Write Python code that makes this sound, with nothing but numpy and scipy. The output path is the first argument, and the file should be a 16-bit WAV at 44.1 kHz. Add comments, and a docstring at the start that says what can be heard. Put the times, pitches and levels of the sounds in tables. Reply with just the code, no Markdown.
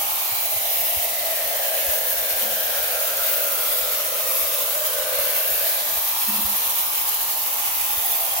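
"""A bright, sputtering hiss: a pump sprayer shoots thick foam at a tiled wall in a small, hard room.
The hiss is noise that follows the flow; the wall's echo, a moving delay, combs it.
The jet howls in the foam, as noise in gliding resonances; the hole it bores adds overtones that sink as it deepens.
A low hum and rumble lie beneath; the hand-held camera thumps softly and a plastic tank bumps hollowly."""
import sys
import numpy as np
from scipy import signal
from scipy.fft import rfft, irfft, next_fast_len
from scipy.io import wavfile
from scipy.ndimage import uniform_filter1d, map_coordinates

SR = 44100
rng = np.random.default_rng(int(sys.argv[2]) if len(sys.argv) > 2 else 0)


def wrap_up_sound(samples):
    """Save the sound to the file named by the first command line argument, as 16-bit audio."""
    columns = np.atleast_2d(samples).T
    # keep every value between -1 and 1, then stretch to whole-number steps
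    tamed = np.clip(columns, -1, 1)
    steps = np.round(tamed * 32767).astype(np.int16)
    wavfile.write(sys.argv[1], SR, steps)


N = 370435


def amp(db):
    """Decibels to gain."""
    return 10 ** (np.asarray(db) / 20)


def unit(x):
    """Scale to rms 1."""
    return x / np.sqrt(np.mean(x ** 2) + 1e-20)


def along(points, hz):
    """Interpolate (Hz, value) points on a log-frequency axis."""
    point_hz, value = np.transpose(points)
    return np.interp(np.log(hz + 1), np.log(point_hz + 1), value)


def curves(rows):
    """Interpolate each column after the time at every sample."""
    start_s, *columns = np.transpose(rows)
    t = np.arange(N) / SR
    return [np.interp(t, start_s, column) for column in columns]


def wobble(rate_hz):
    """Smooth random curve, rate_hz knots a second."""
    knots = rng.standard_normal(int(N * rate_hz / SR) + 4)
    return map_coordinates(knots, [np.arange(N) * rate_hz / SR])


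def filtered(x, response):
    """Multiply the spectrum of x by a response of frequency in Hz."""
    m = next_fast_len(N + SR // 2)
    hz = np.fft.rfftfreq(m, 1 / SR)
    return irfft(rfft(x, m) * response(hz), m)[..., :N]


def coloured(x, spectrum):
    """Shape x by a spectrum, at rms 1."""
    return unit(filtered(x, lambda hz: amp(along(spectrum, hz))))


def delayed(x, delay_ms):
    """Delay x by a fixed or moving time, read from a 4x oversampled copy."""
    fine = signal.resample_poly(x, 4, 1)
    position = 4 * (np.arange(N) - delay_ms * SR / 1000)
    return np.interp(position, np.arange(len(fine)), fine)


def resonance(centre_hz, width_hz):
    """Noise of rms 1 in one resonance with steep skirts; centre and width fixed or per sample."""
    hz, t, z = signal.stft(rng.standard_normal(N), SR, nperseg=2048)
    sample_s = np.arange(N) / SR
    centre = np.interp(t, sample_s, centre_hz * np.ones(N))
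    width = np.interp(t, sample_s, width_hz * np.ones(N))
    hz = hz[:, None] + 1
    detune = (hz ** 2 - centre ** 2) / (hz * width)
    shaped = z / (1 + detune ** 2) / np.sqrt(width)
    return unit(signal.istft(shaped, SR, nperseg=2048)[1][:N])


# left-right likeness in the room: (frequency_hz, likeness [0..1])
ALIKE = [(60, 0.8), (250, 0.85), (520, 0.86), (720, 0.74), (950, 0.2), (2000, 0.015)]


def diffuse(pair):
    """Turn two unrelated signals into a room field: alike in the bass, unrelated in the treble."""
    def mix(hz):
        angle = np.arccos(np.clip(along(ALIKE, hz), -1, 1)) / 2
        return np.array([np.cos(angle), np.sin(angle)])
    mid, side = filtered(pair, mix)
    return np.array([mid + side, mid - side])


def room(x, t60_s=0.47):
    """Tile reverberation at both microphones, as strong as x: decaying noise convolved with x."""
    t = np.arange(SR // 2) / SR
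    tail = rng.standard_normal((2, len(t))) * amp(-60 * t / t60_s)
    tail /= np.linalg.norm(tail[0])
    running = np.pad(x, (len(t), 0), mode="wrap")[None]  # the room already sounds at the start
    wet = signal.fftconvolve(running, tail, axes=1)[:, len(t):][:, :N]
    return diffuse(wet)


# paths to the camera: (start_s, wall_echo_delay_ms, left_lead_ms, right_direct_db)
WALL = [(0, 1.68, .342, 0), (.6, 1.565, .313, 0), (1.3, 1.437, .32, -2), (2.2, 1.315, .322, -2),
        (2.7, 1.285, .321, -3.5), (3.6, 1.205, .317, -4.5), (5.45, 1.203, .305, -3.5),
        (6.3, 1.42, .312, -1), (6.85, 1.535, .29, 0), (7.3, 1.715, .268, 0), (7.9, 1.8, .268, 0),
        (8.4, 1.77, .279, 0)]
# the nozzle beams its top treble at the wall: (frequency_hz, echo_level_db)
BEAM = [(3000, -7), (9000, -6), (11800, 0)]


def direct(x, echo):
    """Sound reaches the left microphone first; the wall's echo reaches both together, stronger on the right."""
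    wall_ms, lead_ms, right_db = curves(WALL)
    nearness = (wall_ms.min() / wall_ms) ** 2  # the echo fades as the wall recedes
    facing = np.array([[.55], [1]])  # echo gain: left, right
    beamed = filtered(x, lambda hz: amp(along(BEAM, hz)))
    first = np.array([x, amp(right_db) * delayed(x, lead_ms)])
    reflected = echo * facing * nearness * delayed(beamed, wall_ms)
    return unit(first + reflected)


def patchy(x, depth_db):
    """Narrow patches of the noise swell and fade at random."""
    z = signal.stft(x, nperseg=512)[2]
    field = uniform_filter1d(rng.standard_normal(z.shape), size=2, axis=1)  # across frequency
    field = uniform_filter1d(field, size=45, axis=2)  # across time
    return signal.istft(z * amp(depth_db * unit(field)), nperseg=512)[1][:, :N]


def hiss(spectrum, flow_db, echo, room_db, grain_db, patchy_db):
    """Tiny noise bursts heard directly, over a room wash that smears the flow's flutter."""
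    bursts = rng.standard_normal(N) * amp(flow_db + grain_db * wobble(2500))
    smeared_db = uniform_filter1d(flow_db, size=1500)
    wash = patchy(diffuse(rng.standard_normal((2, N))), patchy_db) * amp(smeared_db)
    return unit(direct(coloured(bursts, spectrum), echo) + amp(room_db) * coloured(wash, spectrum))


# the jet's surges about its usual strength: (start_s, flow_db)
JET = [(0.0, 0), (0.42, -0.2), (0.81, 2), (1.1, -1), (1.34, 1), (1.51, -1.5), (1.94, 2), (2.03, -0.9),
       (2.1, 4.5), (2.16, 1), (2.36, 1.5), (2.64, 0), (3.15, 0.7), (3.19, 2), (3.63, 1.6), (3.78, 3.5),
       (3.83, 0.5), (4.06, -0.5), (4.13, -1.5), (4.41, 4), (4.54, 0.6), (4.68, 2.2), (4.81, 1), (4.86, 2),
       (5.05, -2.3), (5.25, 3), (5.29, 1), (5.56, 3.5), (5.75, 0.5), (5.78, -1.3), (6.08, 2.5), (6.15, 0.7),
       (6.54, 2.5), (6.85, 0.5), (7.13, 0.5), (7.28, -0.3), (7.52, -0.2), (8.03, 1), (8.12, 2),
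       (8.41, -0.5)]
# spectrum of the bright fizz: (frequency_hz, relative_level_db)
FIZZ = [(3000, -40), (6000, -21), (7800, -15.5), (9000, -8.5), (10400, -8.8), (11300, -1.1), (13500, -.2),
        (15700, .9)]
# spectrum of the broad rush: (frequency_hz, relative_level_db)
RUSH = [(100, -32), (340, -17), (480, -5.5), (900, -4), (1400, -8.5), (2300, -0.84), (3300, 0.5),
        (5000, -3), (6500, -1.5), (7600, -6), (12000, -2), (16000, -23)]
FIZZ_DB, RUSH_DB = -20.5, -29  # at the usual flow, the rush at the mean echo delay
RUSH_DB_PER_FLOW_DB = 0.17
RUSH_DB_PER_MS = -2  # the rush fades as the wall's echo comes later


def nozzle(sputter_db=-0.07, flutter_db=1.6, rush_share=0.76, echo=.58):
    """Air and suds tear out unevenly: a bright fizz over a broad rush, both following the flow."""
    jet_db, = curves(JET)
    wall_ms = curves(WALL)[0]
    flow_db = sputter_db * wobble(35) + flutter_db * wobble(140)
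    fizz = hiss(FIZZ, flow_db, echo, room_db=-2.5, grain_db=-1.0, patchy_db=3.4)
    rush = hiss(RUSH, rush_share * flow_db, echo, room_db=14.0, grain_db=3.0, patchy_db=3.0)
    distance_db = RUSH_DB_PER_MS * (wall_ms - wall_ms.mean())
    rush_db = RUSH_DB + RUSH_DB_PER_FLOW_DB * jet_db + distance_db
    return amp(FIZZ_DB + jet_db) * fizz + amp(rush_db) * rush


def throat(centre_hz=1460, width_hz=970, level_db=-44.5):
    """The nozzle's short tube rings broadly, close to the camera and dry."""
    return amp(level_db) * direct(resonance(centre_hz, width_hz), echo=0.05)


def from_wall(x, room_db, count=4):
    """Sound made in the foam, heard directly and through the room, as strong as x."""
    place = np.linspace(0, count - 1, N)  # the room answers differently as the camera moves
    answer = 0
    for k in range(count):
        fade = np.cos(np.pi / 2 * np.clip(place - k, -1, 1))
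        answer = answer + fade * room(x)
    return np.std(x) * unit(direct(unit(x), echo=0.049) + amp(room_db) * unit(answer))


# bored hole's overtone, sinking as the hole deepens: (start_s, pitch_hz, level_db)
OVERTONE = [(0, 2450, -48), (.55, 2180, -43), (1.1, 1980, -40), (1.6, 1780, -37), (2.2, 1660, -40),
            (2.8, 1540, -36.5), (3.25, 1430, -37), (3.9, 1280, -38.5), (4.7, 1150, -40.5), (5.3, 1120, -40),
            (6, 1100, -54)]
# its upper overtone, sinking, then rising as the hole fills: (start_s, pitch_hz, level_db)
UPPER_OVERTONE = [(2, 2750, -48), (3, 2470, -42), (4.1, 2050, -48), (4.6, 1500, -43), (5, 1570, -38.5),
                  (5.55, 1680, -36), (5.8, 1690, -43), (6.1, 1760, -52)]
# shallow dent under a moving jet: (start_s, level_db)
DENT = [(.1, -39.5), (.7, -52), (5.5, -56), (6.1, -39), (7, -41.5), (8.4, -42.5)]


def overtones(bore_q=3.8, dent_hz=1110, dent_width_hz=400):
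    """A bored hole rings in two gliding resonances, wider when higher; a dent rings mainly before and after."""
    hole = 0
    for rows in (OVERTONE, UPPER_OVERTONE):
        pitch_hz, level_db = curves(rows)
        hole = hole + amp(level_db) * resonance(pitch_hz, pitch_hz / bore_q)
    dent_db, = curves(DENT)
    return hole + amp(dent_db) * resonance(dent_hz, dent_width_hz)


# lowest resonance of the hollow dug in the foam, level before the bass cut:
# (start_s, pitch_hz, width_hz, level_db)
HOLLOW = [(0, 840, 300, -38), (.6, 700, 220, -35.5), (1.3, 650, 204, -34), (1.62, 620, 198, -30),
          (2, 606, 228, -33), (3.1, 588, 250, -32.5), (3.9, 560, 219, -35), (4.7, 582, 206, -35.5),
          (5.1, 554, 190, -32), (5.6, 595, 260, -35), (5.9, 740, 385, -37.5), (6.2, 910, 310, -36),
          (7.1, 890, 270, -37.5), (7.7, 836, 285, -38), (8.4, 760, 220, -33)]


def foam(churn_db=0.3, level_db=0, lowest_hz=455):
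    """The jet churns the foam on the wall and blows across the hollow it has dug."""
    hollow_hz, width_hz, hollow_db = curves(HOLLOW)
    howl = amp(hollow_db) * resonance(hollow_hz, width_hz)
    # a small hollow radiates no bass
    howl = filtered(howl, lambda hz: 1 / np.hypot(1, (lowest_hz / (hz + 1)) ** 8))
    churn = amp(level_db + churn_db * wobble(45))
    return churn * (from_wall(howl, room_db=3.5) + from_wall(overtones(), room_db=15))


# spectrum of the room's rumble: (frequency_hz, relative_level_db)
FLOOR = [(20, -32), (40, -23), (55, -4), (75, -9), (100, 3.5), (125, -8.5), (200, -6.5), (280, -2.5),
         (500, -14), (1500, -48)]


def background(hum_hz=55, hum_db=-58.5, floor_db=-57.0):
    """A sine hum wavers in level and phase over the room's faint noise rumble."""
    t = np.arange(N) / SR
    swell = 1 + 0.79 * wobble(25)
    hum = unit(swell * np.sin(2 * np.pi * hum_hz * t + 1.5 * wobble(9)))
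    rumble = coloured(diffuse(rng.standard_normal((2, N))), FLOOR)
    sides = amp([[-2], [1]])  # hum gain: left, right
    return amp(hum_db) * hum * sides + amp(floor_db) * rumble


# handling thumps, envelope peak before the left-right gains: (start_s, peak_db, pitch_hz)
THUMPS = [(0.315, -41, 95), (0.555, -39, 85), (0.963, -33, 75), (1.878, -35, 62), (5.185, -41, 60),
          (5.506, -42, 80), (5.967, -42, 70), (6.442, -33, 65), (7.968, -38, 68)]


def handling(swell_s=0.0057):
    """The hand pushes on the camera: a few soft low cycles, stronger on the right."""
    out, t = np.zeros(N + SR), np.arange(SR // 4) / SR
    push = (t / swell_s / 2) ** 2 * np.exp(2 - t / swell_s)
    for start_s, peak_db, pitch_hz in THUMPS:
        thump = amp(peak_db) * push * np.sin(2 * np.pi * pitch_hz * t)
        out[round(start_s * SR):][:len(t)] += thump
    return out[:N] * amp([[-8], [3]])


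# hollow bumps, as of a plastic tank: (start_s, relative_level_db)
BUMPS = [(2.42, -45), (2.469, -50), (6.279, -35.5), (6.345, -42), (6.381, -40)]
# the tank's modes, nominal: (pitch_hz, relative_level_db, t60_s)
TANK = [(150, -7, 0.11), (201.4, -7, 0.56), (222, 1.5, 0.1), (299, -8, 0.18), (335, -11, 0.18)]


def tank(attack_s=0.009):
    """Soft bumps ring the plastic tank's decaying modes close to the camera, with a little of the room."""
    out, t = np.zeros(N + SR), np.arange(SR // 2) / SR
    for start_s, bump_db in BUMPS:
        ring = np.zeros(len(t))
        for pitch_hz, mode_db, t60_s in TANK:
            decay = amp(mode_db + rng.normal(0, 1) - 60 * t / t60_s)
            struck_hz = pitch_hz * (1 + rng.normal(0, 0.02))
            ring += decay * np.sin(2 * np.pi * struck_hz * t)
        out[round(start_s * SR):][:len(t)] += amp(bump_db) * ring * (1 - np.exp(-t / attack_s))
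    return amp(7) * out[:N] + amp(2) * room(out[:N])


def scene():
    """Spray, foam and the small noises around them."""
    return nozzle() + throat() + foam() + background() + handling() + tank()


# left-minus-right response of the microphone ports: (frequency_hz, difference_db)
TILT = [(100, 0), (1500, .3), (3500, -.3), (5700, 1), (6500, -.5), (7400, -6), (8000, -2.5), (8900, -5.5),
        (10200, -2), (11200, -5), (12700, -.3)  , (14500, .6), (15600, 2.5)]


def record(dry, top_hz=15800):
    """The two microphone ports colour the treble differently; nothing passes above the band limit."""
    def response(hz):
        tilt_db = along(TILT, hz)
        return amp(np.array([tilt_db, -tilt_db]) / 2) * (hz < top_hz)
    return filtered(dry, response)


dry = scene()
out = record(dry)
wrap_up_sound(out)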